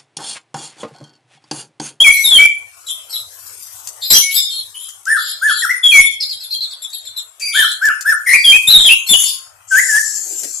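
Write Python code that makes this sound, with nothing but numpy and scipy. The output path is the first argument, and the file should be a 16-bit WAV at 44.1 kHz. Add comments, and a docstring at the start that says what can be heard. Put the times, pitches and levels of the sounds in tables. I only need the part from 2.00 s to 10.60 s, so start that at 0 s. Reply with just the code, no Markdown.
"""A leafbird sings in a wire cage in a small hard-walled room, over faint air and hiss.
From the start clear gliding tones alternate with raspy notes; a glassy sheen and a rush of noise go with each.
Quick chips, a thin high tone and sharp clicks join in, later arching hoots and two faint far-off tones.
At the end the bird hops round under a sharper high hiss. Notes are gliding tones, noises are filtered
chance; room echoes surround the bird, and the loudest sounds overload the microphones."""
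import sys
import numpy as np
from scipy import signal
from scipy.fft import rfft, irfft
from scipy.io import wavfile
from scipy.ndimage import uniform_filter1d

SR = 44100
rng = np.random.default_rng(int(sys.argv[2]) if len(sys.argv) > 2 else 0)


def log_audio(samples):
    """Write samples as a 16-bit WAV file to the path given in sys.argv[1]."""
    # one column per channel
    frames = np.atleast_2d(samples).T
    # limit to full scale, then quantise
    limited = np.clip(frames, -1, 1)
    pcm = np.round(limited * 32767).astype(np.int16)
    wavfile.write(sys.argv[1], SR, pcm)


N = 379260
TIME = np.arange(N) / SR  # s

# In all tables levels are relative, ahead of the mix gains.
# scatter/Hz: pitch swings by at most 1.25 times this. sheen/dB: each sheen line re its note.


def gain_of(db):
    """Decibels to amplitude."""
    return 10 ** (np.asarray(db) / 20)


def evened(x):
    """Scales to rms 1."""
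    return x / np.sqrt(np.mean(abs(x) ** 2) + 1e-20)


def read(points, hz):
    """Reads a spectrum table on a log-frequency axis."""
    f, value = np.transpose(points)
    return np.interp(np.log(hz + 1), np.log(f + 1), value)


def filtered(x, spectrum):
    """Gives a sound a spectrum, with no phase shift."""
    size = x.shape[-1]
    hz = np.fft.rfftfreq(size, 1 / SR)
    return irfft(rfft(x) * gain_of(read(spectrum, hz)), size)


def coloured(spectrum, size):
    """Noise of rms 1 with a given spectrum."""
    return evened(filtered(rng.standard_normal(size), spectrum))


def wander(top_hz, size):
    """Smooth chance up to a rate, rms 1 over half a second."""
    span = SR // 2
    hz = np.fft.rfftfreq(span, 1 / SR)
    smooth = irfft(rfft(rng.standard_normal(span)) / (1 + (hz / top_hz) ** 4))
    return evened(smooth)[:size]


def fader(curve):
    """A level curve as a gain, -120 dB outside its span."""
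    s, db = np.transpose(curve)
    return gain_of(np.interp(TIME, s, db, left=-120, right=-120))


def swells(rows, slope_db_per_s):
    """A gain that rises to each held level and falls away again at one rate."""
    total = np.zeros(N)
    for s, length_s, db in rows:
        outside_s = np.maximum(abs(TIME - s - length_s / 2) - length_s / 2, 0)
        total += gain_of(db - slope_db_per_s * outside_s)
    return total


def add(mix, s, sound):
    """Mixes a sound in at a time."""
    part = mix[..., max(round(s * SR), 0):][..., :sound.shape[-1]]
    part += sound[..., :part.shape[-1]]


def placed(x, left_db):
    """Leans a sound left: left_db is the level difference between the microphones."""
    return x * gain_of(np.array([[left_db], [-left_db]]) / 2)


def patchy(x, depth_db, span_s, span_hz):
    """Makes a sound flicker in small random patches of time and pitch, alike in both channels."""
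    hz, t, z = signal.stft(x, SR, nperseg=1024, noverlap=768)
    field = rng.standard_normal(z.shape[-2:])
    for axis, span in enumerate([span_hz / hz[1], span_s / t[1]]):
        rate = np.fft.rfftfreq(field.shape[axis])
        smooth = np.expand_dims(np.exp(-(2 * rate * span) ** 2), axis=1 - axis)
        field = irfft(rfft(field, axis=axis) * smooth, field.shape[axis], axis=axis)
    patches = evened(gain_of(depth_db * np.tanh(evened(field))))
    return signal.istft(z * patches, SR, nperseg=1024, noverlap=768)[1][..., :N]


def wash(spectrum, gain, flicker_db, shared):
    """Flickering noise on a level curve; shared is the power common to both microphones."""
    common = coloured(spectrum, N)
    separate = np.array([coloured(spectrum, N), coloured(spectrum, N)])
    pair = np.sqrt(shared) * common + np.sqrt(1 - shared) * separate
    smooth = uniform_filter1d(uniform_filter1d(rng.standard_normal(N), size=700), size=300)
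    return pair * gain * gain_of(flicker_db * evened(smooth))


def room(x, wet_db, early_db):
    """Direct sound, a few echoes off the near walls, and a dense tail, different at each microphone."""
    # decay of the tail: f/Hz, t60/s
    decay = [(300, 0.58), (1700, 0.42), (3500, 0.34), (7000, 0.41), (14000, 0.31)]
    taps = rng.choice([-1., 1.], (2, SR)) * (rng.random((2, SR)) < 4000 / SR)
    hz, t, z = signal.stft(taps, SR, nperseg=256)
    build_up = 1 - np.exp(-t / 0.0063)
    fall = gain_of(-60 * t / read(decay, hz)[:, None])
    tail = signal.istft(z * build_up * fall, SR, nperseg=256)[1]
    response = gain_of(wet_db) * tail / np.linalg.norm(tail[0])
    at = (SR * rng.uniform(.002, .018, size=(2, 8))).astype(int)
    echoes = np.zeros_like(response)
    np.put_along_axis(echoes, at, rng.choice([-1., 1.], at.shape) / np.sqrt(at.shape[1]), 1)
    response = response + gain_of(early_db) * echoes
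    return x + signal.fftconvolve(x[None], response, axes=1)[:, :N]


def progress(length_s):
    """Runs from 0 to 1 through a note."""
    return np.linspace(0, 1, int(length_s * SR))


def syllable(glide_hz, level_db, scatter_hz, sheen_db, flutter_hz, flutter_db, attack_share, release_s, blur_hz):
    """Gliding tone, its sheen and its strength; chance scatters pitch and loudness, as unsteady membranes do."""
    overtone_db, sheen_step_hz = -38, 3750
    size = len(glide_hz)
    t, length_s = np.arange(size) / SR, size / SR
    hz = glide_hz + 1.25 * scatter_hz * np.tanh(wander(flutter_hz, size))  # membranes swing only so far
    ramp = np.minimum(t / length_s / attack_share, (length_s - t) / release_s)
    blow = gain_of(level_db) * np.sin(np.pi / 2 * np.clip(ramp, 0, 1)) ** 2
    blow *= np.sqrt(2) * evened(gain_of(flutter_db * wander(flutter_hz, size)))
    phase = 2 * np.pi * np.cumsum(hz) / SR
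    note = np.cos(phase) + gain_of(overtone_db) * (np.cos(2 * phase) + .5 * np.cos(3 * phase))
    sheen = np.zeros(size)
    for k in range(1, 4):  # fuzzy lines that glide in parallel, at even steps above the note
        shift_hz = k * sheen_step_hz + blur_hz * wander(400, size)
        sheen += np.cos(phase + 2 * np.pi * np.cumsum(shift_hz) / SR)
    strength = np.full(size, gain_of(sheen_db / 2))
    return blow * np.array([note, gain_of(sheen_db) * sheen, strength])


def clear_tone(glide_hz, level_db, scatter_hz, sheen_db):
    """A clear syllable: slight, slower flutter."""
    return syllable(glide_hz, level_db, scatter_hz, sheen_db, flutter_hz=182, flutter_db=0.5,
                    attack_share=.2, release_s=0.0052, blur_hz=44.8)


def rasp(glide_hz, level_db, scatter_hz, sheen_db, attack_share):
    """A rough syllable: deeper, faster flutter."""
    return syllable(glide_hz, level_db, scatter_hz, sheen_db, flutter_hz=307, flutter_db=1.5,
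                    attack_share=attack_share, release_s=.004, blur_hz=50.3)


def slides():
    """Clear tones that settle exponentially onto a held pitch, with thin, nearly steady high tones among them."""
    # t/s, length/s, from f/Hz, onto f/Hz, level/dB, scatter/Hz, sheen/dB
    rows = [(0, 0.034, 3092, 3346, -4.5, 10, -21.5), (0.037, 0.055, 2589, 2186, -6.5, 27, -13.5),
            (.09, .14, 2330, 2172, -21, 20, 2), (0.104, .014, 2360, 2212, -7, 57, -25),
            (0.233, .066, 4064, 3558, -14, 33, -5.5), (0.377, .088, 2239, 2338, -6.5, 30, -23),
            (2.212, .11, 2175, 2231, -28, 23, -33), (2.356, .055, 4000, 3515, -17, 86, -4.5),
            (3.691, 0.032, 1730, 2077, -12.5, 34, -7), (3.826, 0.091, 3495, 3295, -9, 29, -15.5),
            (3.91, .1, 2640, 2169, -6, 14, -11), (5.394, 0.17, 2577, 2350, -29, 130, -6),
            (5.411, .09, 4640, 4714, -24, 16, -1), (6.258, 0.089, 2052, 2000, -11.5, 120, -6),
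            (6.326, .04, 1900, 2475, -6, 90, -19), (6.358, 0.16, 4720, 4737, -30, 12, 3),
            (6.437, .082, 3470, 3161, -7, 21, -21.5), (6.517, 0.055, 2260, 2524, -6, 48, -18),
            (6.713, .062, 4190, 3707, -2, 73, -15.5), (6.885, .053, 2340, 2740, -7, 89, -15.5),
            (7.133, .031, 2886, 2957, -6.5, 21, -18)]
    settle_share, rise_db = .3, 2.5  # rise: start to end
    mix = np.zeros((3, N))
    for s, length_s, from_hz, onto_hz, db, scatter_hz, sheen_db in rows:
        u = progress(length_s)
        glide_hz = onto_hz + (from_hz - onto_hz) * np.exp(-u / settle_share)
        add(mix, s, clear_tone(glide_hz, db + rise_db * (u - .5), scatter_hz, sheen_db))
    return mix


def sheen_colour(lines):
    """Strengthens the sheen lines in some bands and weakens them in others."""
    # f/Hz, gain/dB
    bands = [(4200, -31), (5500, -27), (6400, -10), (7200, -3), (8000, -11), (8600, -22.5), (9500, -10),
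             (10300, 5), (11300, -3.5), (12200, -21.5), (13300, -20.5), (14300, -10), (15200, -36.5)]
    return filtered(lines, bands)


def rush(strength):
    """A faint rush of noise that follows the strength of every note."""
    # f/Hz, relative density/dB per Hz
    spectrum = [(1000, -32.5), (2200, -0.5), (3300, 3), (4200, -13), (5200, 12), (6100, 3.5), (7300, 9),
                (8700, 1), (10000, -9.5), (11300, 5), (12300, -2.5), (13600, -13.5), (15500, -9.5)]
    return strength * coloured(spectrum, N)


def air():
    """Room air: low noise that rises, drops back in part soon after two seconds, then stays nearly level."""
    # f/Hz, relative density/dB per Hz
    spectrum = [(18, -44), (30, -22.5), (107, 3.5), (199, -45), (229, -26), (327, -16.5), (595, -5),
                (998, -4), (1350, -1.5), (1680, -7), (2980, -8.5), (3500, -15), (4550, -45), (7700, -120)]
    # t/s, level/dB
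    curve = [(0, -62), (1.1, -49.5), (2.1, -50.5), (2.6, -56.5), (5.3, -57), (8.6, -55)]
    return placed(wash(spectrum, fader(curve), flicker_db=-1.4, shared=0.057), left_db=6.0) * gain_of(1.0)


def hiss():
    """Soft wide noise that swells above its resting level."""
    # f/Hz, relative density/dB per Hz
    spectrum = [(1470, -67), (2500, -50.5), (2980, -31.5), (3310, -13.5), (5040, -5), (5690, -4), (8650, 2),
                (9550, -1.5), (12700, -1), (15400, -28)]
    # t/s, length/s, level/dB
    rows = [(.8, 2.19, -51), (1.48, 0.27, -42.5), (6.5, 0.22, -36.5), (8.25, 0.28, -40.5)]
    rest_db, slope_db_per_s = -59, 60
    gain = gain_of(rest_db) + swells(rows, slope_db_per_s)
    return placed(wash(spectrum, gain, flicker_db=1.5, shared=0.17), left_db=8) * gain_of(2.5)


def rasps():
    """Harsh notes swell from a soft lead-in and climb, the harsher the farther."""
    # t/s, length/s, f/Hz, level/dB, scatter/Hz, sheen/dB
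    rows = [(0.098, 0.18, 4302, -27, 199.4, 5.5), (0.884, .04, 3183, -26, 274.5, -9.5),
            (1.097, 0.048, 4730, -35, 594, 10), (2.017, .06, 4200, -20.5, 520, -10.5),
            (2.107, .022, 4427, -6.5, 583, -1), (2.132, .044, 5516, -9.5, 513, -8),
            (2.149, 0.04, 3105, -18.5, 226, 1.5), (2.181, 0.07, 5350, -30.5, 770, 7.5),
            (2.297, 0.057, 3673, -26.5, 698, -1), (2.343, .05, 4267, -19.5, 710.5, 4),
            (2.41, .1, 3640, -28, 149.5, -28.5), (2.489, 0.13, 3818, -27, 432, -9),
            (2.748, 0.035, 2906, -26.5, 159.6, -14.5), (2.79, .09, 3397, -32.5, 282.3, -4.5),
            (3.157, .18, 3975, -25, 647, -4.5), (3.47, .15, 3923, -24.5, 560, -4.5),
            (3.91, 0.1, 4257, -29, 211.5, -9.5), (3.989, 0.095, 3343, -20, 146.4, -13),
            (5.526, 0.14, 3546, -19, 481.5, -7), (5.663, 0.063, 3866, -28.5, 477, -7),
            (5.884, 0.049, 2440, -25, 246.4, -20.5), (6.29, .06, 4246, -28, 247, -0.5),
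            (6.774, 0.099, 3600, -15.5, 200.6, -13.5), (7.068, 0.041, 4380, -17.5, 59.1, 2.5),
            (7.183, 0.062, 7050, -11.5, 449, -13.5), (7.189, 0.12, 3163, -23.5, 399, -4),
            (7.231, .08, 4774, -24.5, 363, 3.5)]
    lead_in_s, climb_per_scatter, change_db = .008, 0.55, -1.5
    mix = np.zeros((3, N))
    for s, length_s, hz, db, scatter_hz, sheen_db in rows:
        from_middle = progress(length_s + lead_in_s) - .5
        glide_hz = hz + climb_per_scatter * scatter_hz * from_middle
        note = rasp(glide_hz, db + change_db * from_middle, scatter_hz, sheen_db, attack_share=.33)
        add(mix, s - lead_in_s, note)
    return mix


def rough_colour(notes):
    """Resonances in some bands colour the rough notes."""
    # f/Hz, gain/dB
    resonances = [(2200, -10.5), (2650, -7.5), (2950, -4), (3200, 3.5), (3550, -0.5), (3800, -2),
                  (4200, 3.5), (4600, -4.5), (5200, 4), (6000, 4), (7000, -7.5), (9000, -7.5)]
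    return filtered(notes, resonances)


def swoops():
    """Whistles that sweep through, bowed above or below a straight glide, and swell."""
    # t/s, length/s, from f/Hz, to f/Hz, bow/Hz, level/dB, scatter/Hz, sheen/dB
    rows = [(.3, .081, 3580, 3080, -15.5, -7.5, 19, -21.5), (3.616, 0.043, 1926, 1243, 160, -17.5, 15, -1),
            (6.669, .049, 3463, 4124, 62, -9, 71, -7), (6.844, .049, 3527, 3098, 12, -8.5, 81, -15),
            (7.085, .063, 3445, 3178, 222, -11, 19, -4.5), (7.704, .1, 1653, 2139, -330, -12, 13, -2.5),
            (7.877, .112, 1899, 1827, -170, -15, 20, -2.5)]
    swell_db = 6.5  # start to end
    mix = np.zeros((3, N))
    for s, length_s, from_hz, to_hz, bow_hz, db, scatter_hz, sheen_db in rows:
        u = progress(length_s)
        glide_hz = from_hz + (to_hz - from_hz) * u + bow_hz * (1 - (2 * u - 1) ** 2)
        add(mix, s, clear_tone(glide_hz, db + swell_db * (u - .5), scatter_hz, sheen_db))
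    return mix


def chips():
    """Quick rough chirps flick up, then fall ever faster onto one pitch."""
    # t/s, length/s, top f/Hz, level/dB, sheen/dB
    rows = [(.862, .055, 3950, -30, 1), (1.126, 0.043, 3940, -25, -4), (4.2, 0.044, 4890, -22, -4.5),
            (4.288, 0.052, 4730, -24, -9), (4.399, .056, 4430, -28.5, -7.5),
            (4.501, .053, 4485, -24.5, -6.5), (4.603, .055, 4244, -25, -8.5),
            (4.706, 0.034, 4390, -25.5, -12), (4.817, 0.039, 3756, -26.5, -9),
            (4.926, .032, 4260, -26.5, -2.5), (5.048, .035, 4050, -32, -5), (5.161, .042, 3906, -28.5, -1)]
    end_hz, change_db, scatter_per_fall, top_share = 3328, -2.5, .28, .25
    mix = np.zeros((3, N))
    for s, length_s, top_hz, db, sheen_db in rows:
        u, fall_hz = progress(length_s), top_hz - end_hz
        glide_hz = top_hz - fall_hz * ((u - top_share) / (1 - top_share)) ** 2
        level_db = db + change_db * (u - .5)
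        add(mix, s, rasp(glide_hz, level_db, scatter_per_fall * fall_hz, sheen_db, attack_share=0.16))
    return mix


def thin_tone():
    """A thin high sine that holds faintly and flares twice."""
    # t/s, length/s, level/dB
    rows = [(1.14, 1.1, -51.5), (2.13, 0.05, -8.5), (2.365, 0.013, -15.5)]
    tone = swells(rows, slope_db_per_s=335) * np.sin(2 * np.pi * 12188 * TIME)
    return placed(tone, left_db=13) * gain_of(-4.0)


def clicks():
    """Beak and claws: bright noise bursts with a sharp onset and exponential decay."""
    # t/s, level/dB, t60/s
    rows = [(1.8724, -8, 0.048), (2.8887, -15, 0.041), (3.054, -12, 0.026), (4.901, -22, 0.05),
            (5.3965, -18.5, 0.29), (5.716, -7, 0.028), (5.8535, -3.5, 0.032), (6.0086, -5.5, 0.04),
            (7.9833, -11, 0.052), (8.432, -9.5, 0.098)]
    # f/Hz, relative density/dB per Hz
    spectrum = [(180, -68), (300, -41.5), (768, -38.5), (983, -39), (1960, -23.5), (2390, -44.5),
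                (2560, -28), (3610, -28), (4480, -20.5), (7220, -10.5), (15400, -30)]
    mix, t = np.zeros(N), np.arange(SR // 8) / SR
    for s, db, t60_s in rows:
        envelope = gain_of(db - 60 * t / t60_s) * (1 - np.exp(-t / 0.00062))
        add(mix, s, coloured(spectrum, len(t)) * envelope)
    return gain_of(-13.0) * mix


def hoots():
    """Low whistles arch up and down, soft at first and softer at the ends."""
    # t/s, length/s, top f/Hz, level/dB, scatter/Hz, sheen/dB
    rows = [(3.055, 0.13, 1777, -12.5, 52, -8), (3.408, 0.11, 1750, -11.5, 18, -7),
            (5.534, 0.12, 1760, -12.5, 42, -1.5), (5.805, .104, 1757, -10.5, 16, -9),
            (6.044, 0.096, 1767, -10.5, 29, -5.5)]
    drop_share, ends_db = .3, -8.5  # at the ends, re the top
    start_db, gather_share = -4.5, 0.28
    mix = np.zeros((3, N))
    for s, length_s, top_hz, db, scatter_hz, sheen_db in rows:
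        u = progress(length_s)
        off_top = (2 * u - 1) ** 2
        level_db = db + ends_db * off_top + start_db * np.exp(-u / gather_share)
        add(mix, s, clear_tone(top_hz * (1 - drop_share * off_top), level_db, scatter_hz, sheen_db))
    return mix


def far_tones():
    """Two long faint sines whose pitch wavers a little."""
    # t/s, length/s, f/Hz, level/dB
    rows = [(4.044, 2, 664, -67.5), (6.459, 1.1, 1068, -51)]
    mix = np.zeros(N)
    for s, length_s, hz, db in rows:
        size = int(length_s * SR)
        drift = coloured([(1, -1.5), (8, -6.0), (40, -60.0), (200, -120)], size)
        tone = np.sin(2 * np.pi * np.cumsum(hz + 7 * drift) / SR)
        add(mix, s, gain_of(db) * signal.windows.tukey(size, .3) * tone)
    return mix


def sizzle():
    """A sharper hiss: noise with a short swell, then a long even fade in dB."""
    # f/Hz, relative density/dB per Hz
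    spectrum = [(1500, -39.5), (3600, -37.5), (4400, -19.5), (5600, -15), (6400, -7.5), (7300, 1.5),
                (8200, -12.5), (9000, -20), (11500, -17.5), (12300, -32), (13300, -24.5), (14300, -37.5)]
    start_s, attack_s, level_db, fade_db_per_s = 7.67, 0.22, -17, 18.5
    t = TIME - start_s
    fade = gain_of(level_db - fade_db_per_s * np.maximum(t - attack_s, 0))
    gain = np.clip(t / attack_s, 0, 1) * fade
    return placed(wash(spectrum, gain, flicker_db=1.0, shared=0.52), left_db=8.0) * gain_of(0.5)


def wings():
    """Wings and feathers as the bird hops round: low noise on a level curve."""
    # f/Hz, relative density/dB per Hz
    spectrum = [(150, -29.5), (300, -3.5), (420, -3.5), (600, -11.5), (800, -8), (1200, -22), (3000, -17)]
    # t/s, level/dB
    curve = [(8.079, -70), (8.17, -44), (8.3, -48.5), (8.45, -35.5), (8.6, -76)]
    return placed(wash(spectrum, fader(curve), flicker_db=3.0, shared=0.19), left_db=8.5)


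def scene():
    """The bird in its room, over air and hiss."""
    clear = slides() + swoops() + hoots()  # rows: note, sheen, strength
    rough = rasps() + chips()
    bird = placed(room(clear[0], wet_db=-3.5, early_db=-5), left_db=2.5) * gain_of(0.5)
    raspy = patchy(room(rough_colour(rough[0]), wet_db=0.0, early_db=-2.5), depth_db=9.0, span_s=0.079, span_hz=148.6)
    bird += placed(raspy, left_db=2) * gain_of(-1.5)
    strength = gain_of(-22) * clear[2] + gain_of(-18.5) * rough[2]
    shimmer = room(sheen_colour(clear[1] + rough[1]), wet_db=0.0, early_db=-2.5)
    shimmer += room(rush(strength), wet_db=-1.5, early_db=-9) * gain_of(-0.5)
    bird += placed(patchy(shimmer, depth_db=11.0, span_s=0.035, span_hz=215.2), left_db=10.0)
    bird += placed(room(clicks(), wet_db=-7.0, early_db=-1), left_db=7)
    background = air() + hiss() + thin_tone() + sizzle() + wings()
    return bird + patchy(background, depth_db=7.5, span_s=.07, span_hz=179) + far_tones()


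def record(dry):
    """Overloaded microphones clip, crackle and thump; then a low-pass limits the band."""
    # crackle: f/Hz, relative density/dB per Hz
    crackle_spectrum = [(30, 4), (110, 2), (300, 1), (1200, 2), (3000, 3.5), (5000, -1), (8500, 2),
                        (11000, 3.5), (12500, -8), (15500, -3.5)]
    driven = dry * gain_of(0.39)
    over = np.maximum(abs(driven) - .7, 0)
    excess = np.sqrt(abs(uniform_filter1d(over ** 2, size=200)))  # abs guards against rounding below 0
    noise = np.array([coloured(crackle_spectrum, N) for _ in dry])
    crackle = patchy(noise, depth_db=8.5, span_s=0.045, span_hz=265)
    thump_band = signal.butter(2, [15, 60], "bandpass", fs=SR, output="sos")
    thump = gain_of(-20.5) * signal.sosfilt(thump_band, excess)
    clipped = np.clip(driven, -.95, .95) + thump + gain_of(-22.5) * np.tanh(excess / 0.061) * crackle
    low_pass = signal.firwin(501, 15400, window=("kaiser", 8), fs=SR)
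    return signal.oaconvolve(clipped, low_pass[None], "same")


dry = scene()
out = record(dry)
log_audio(out)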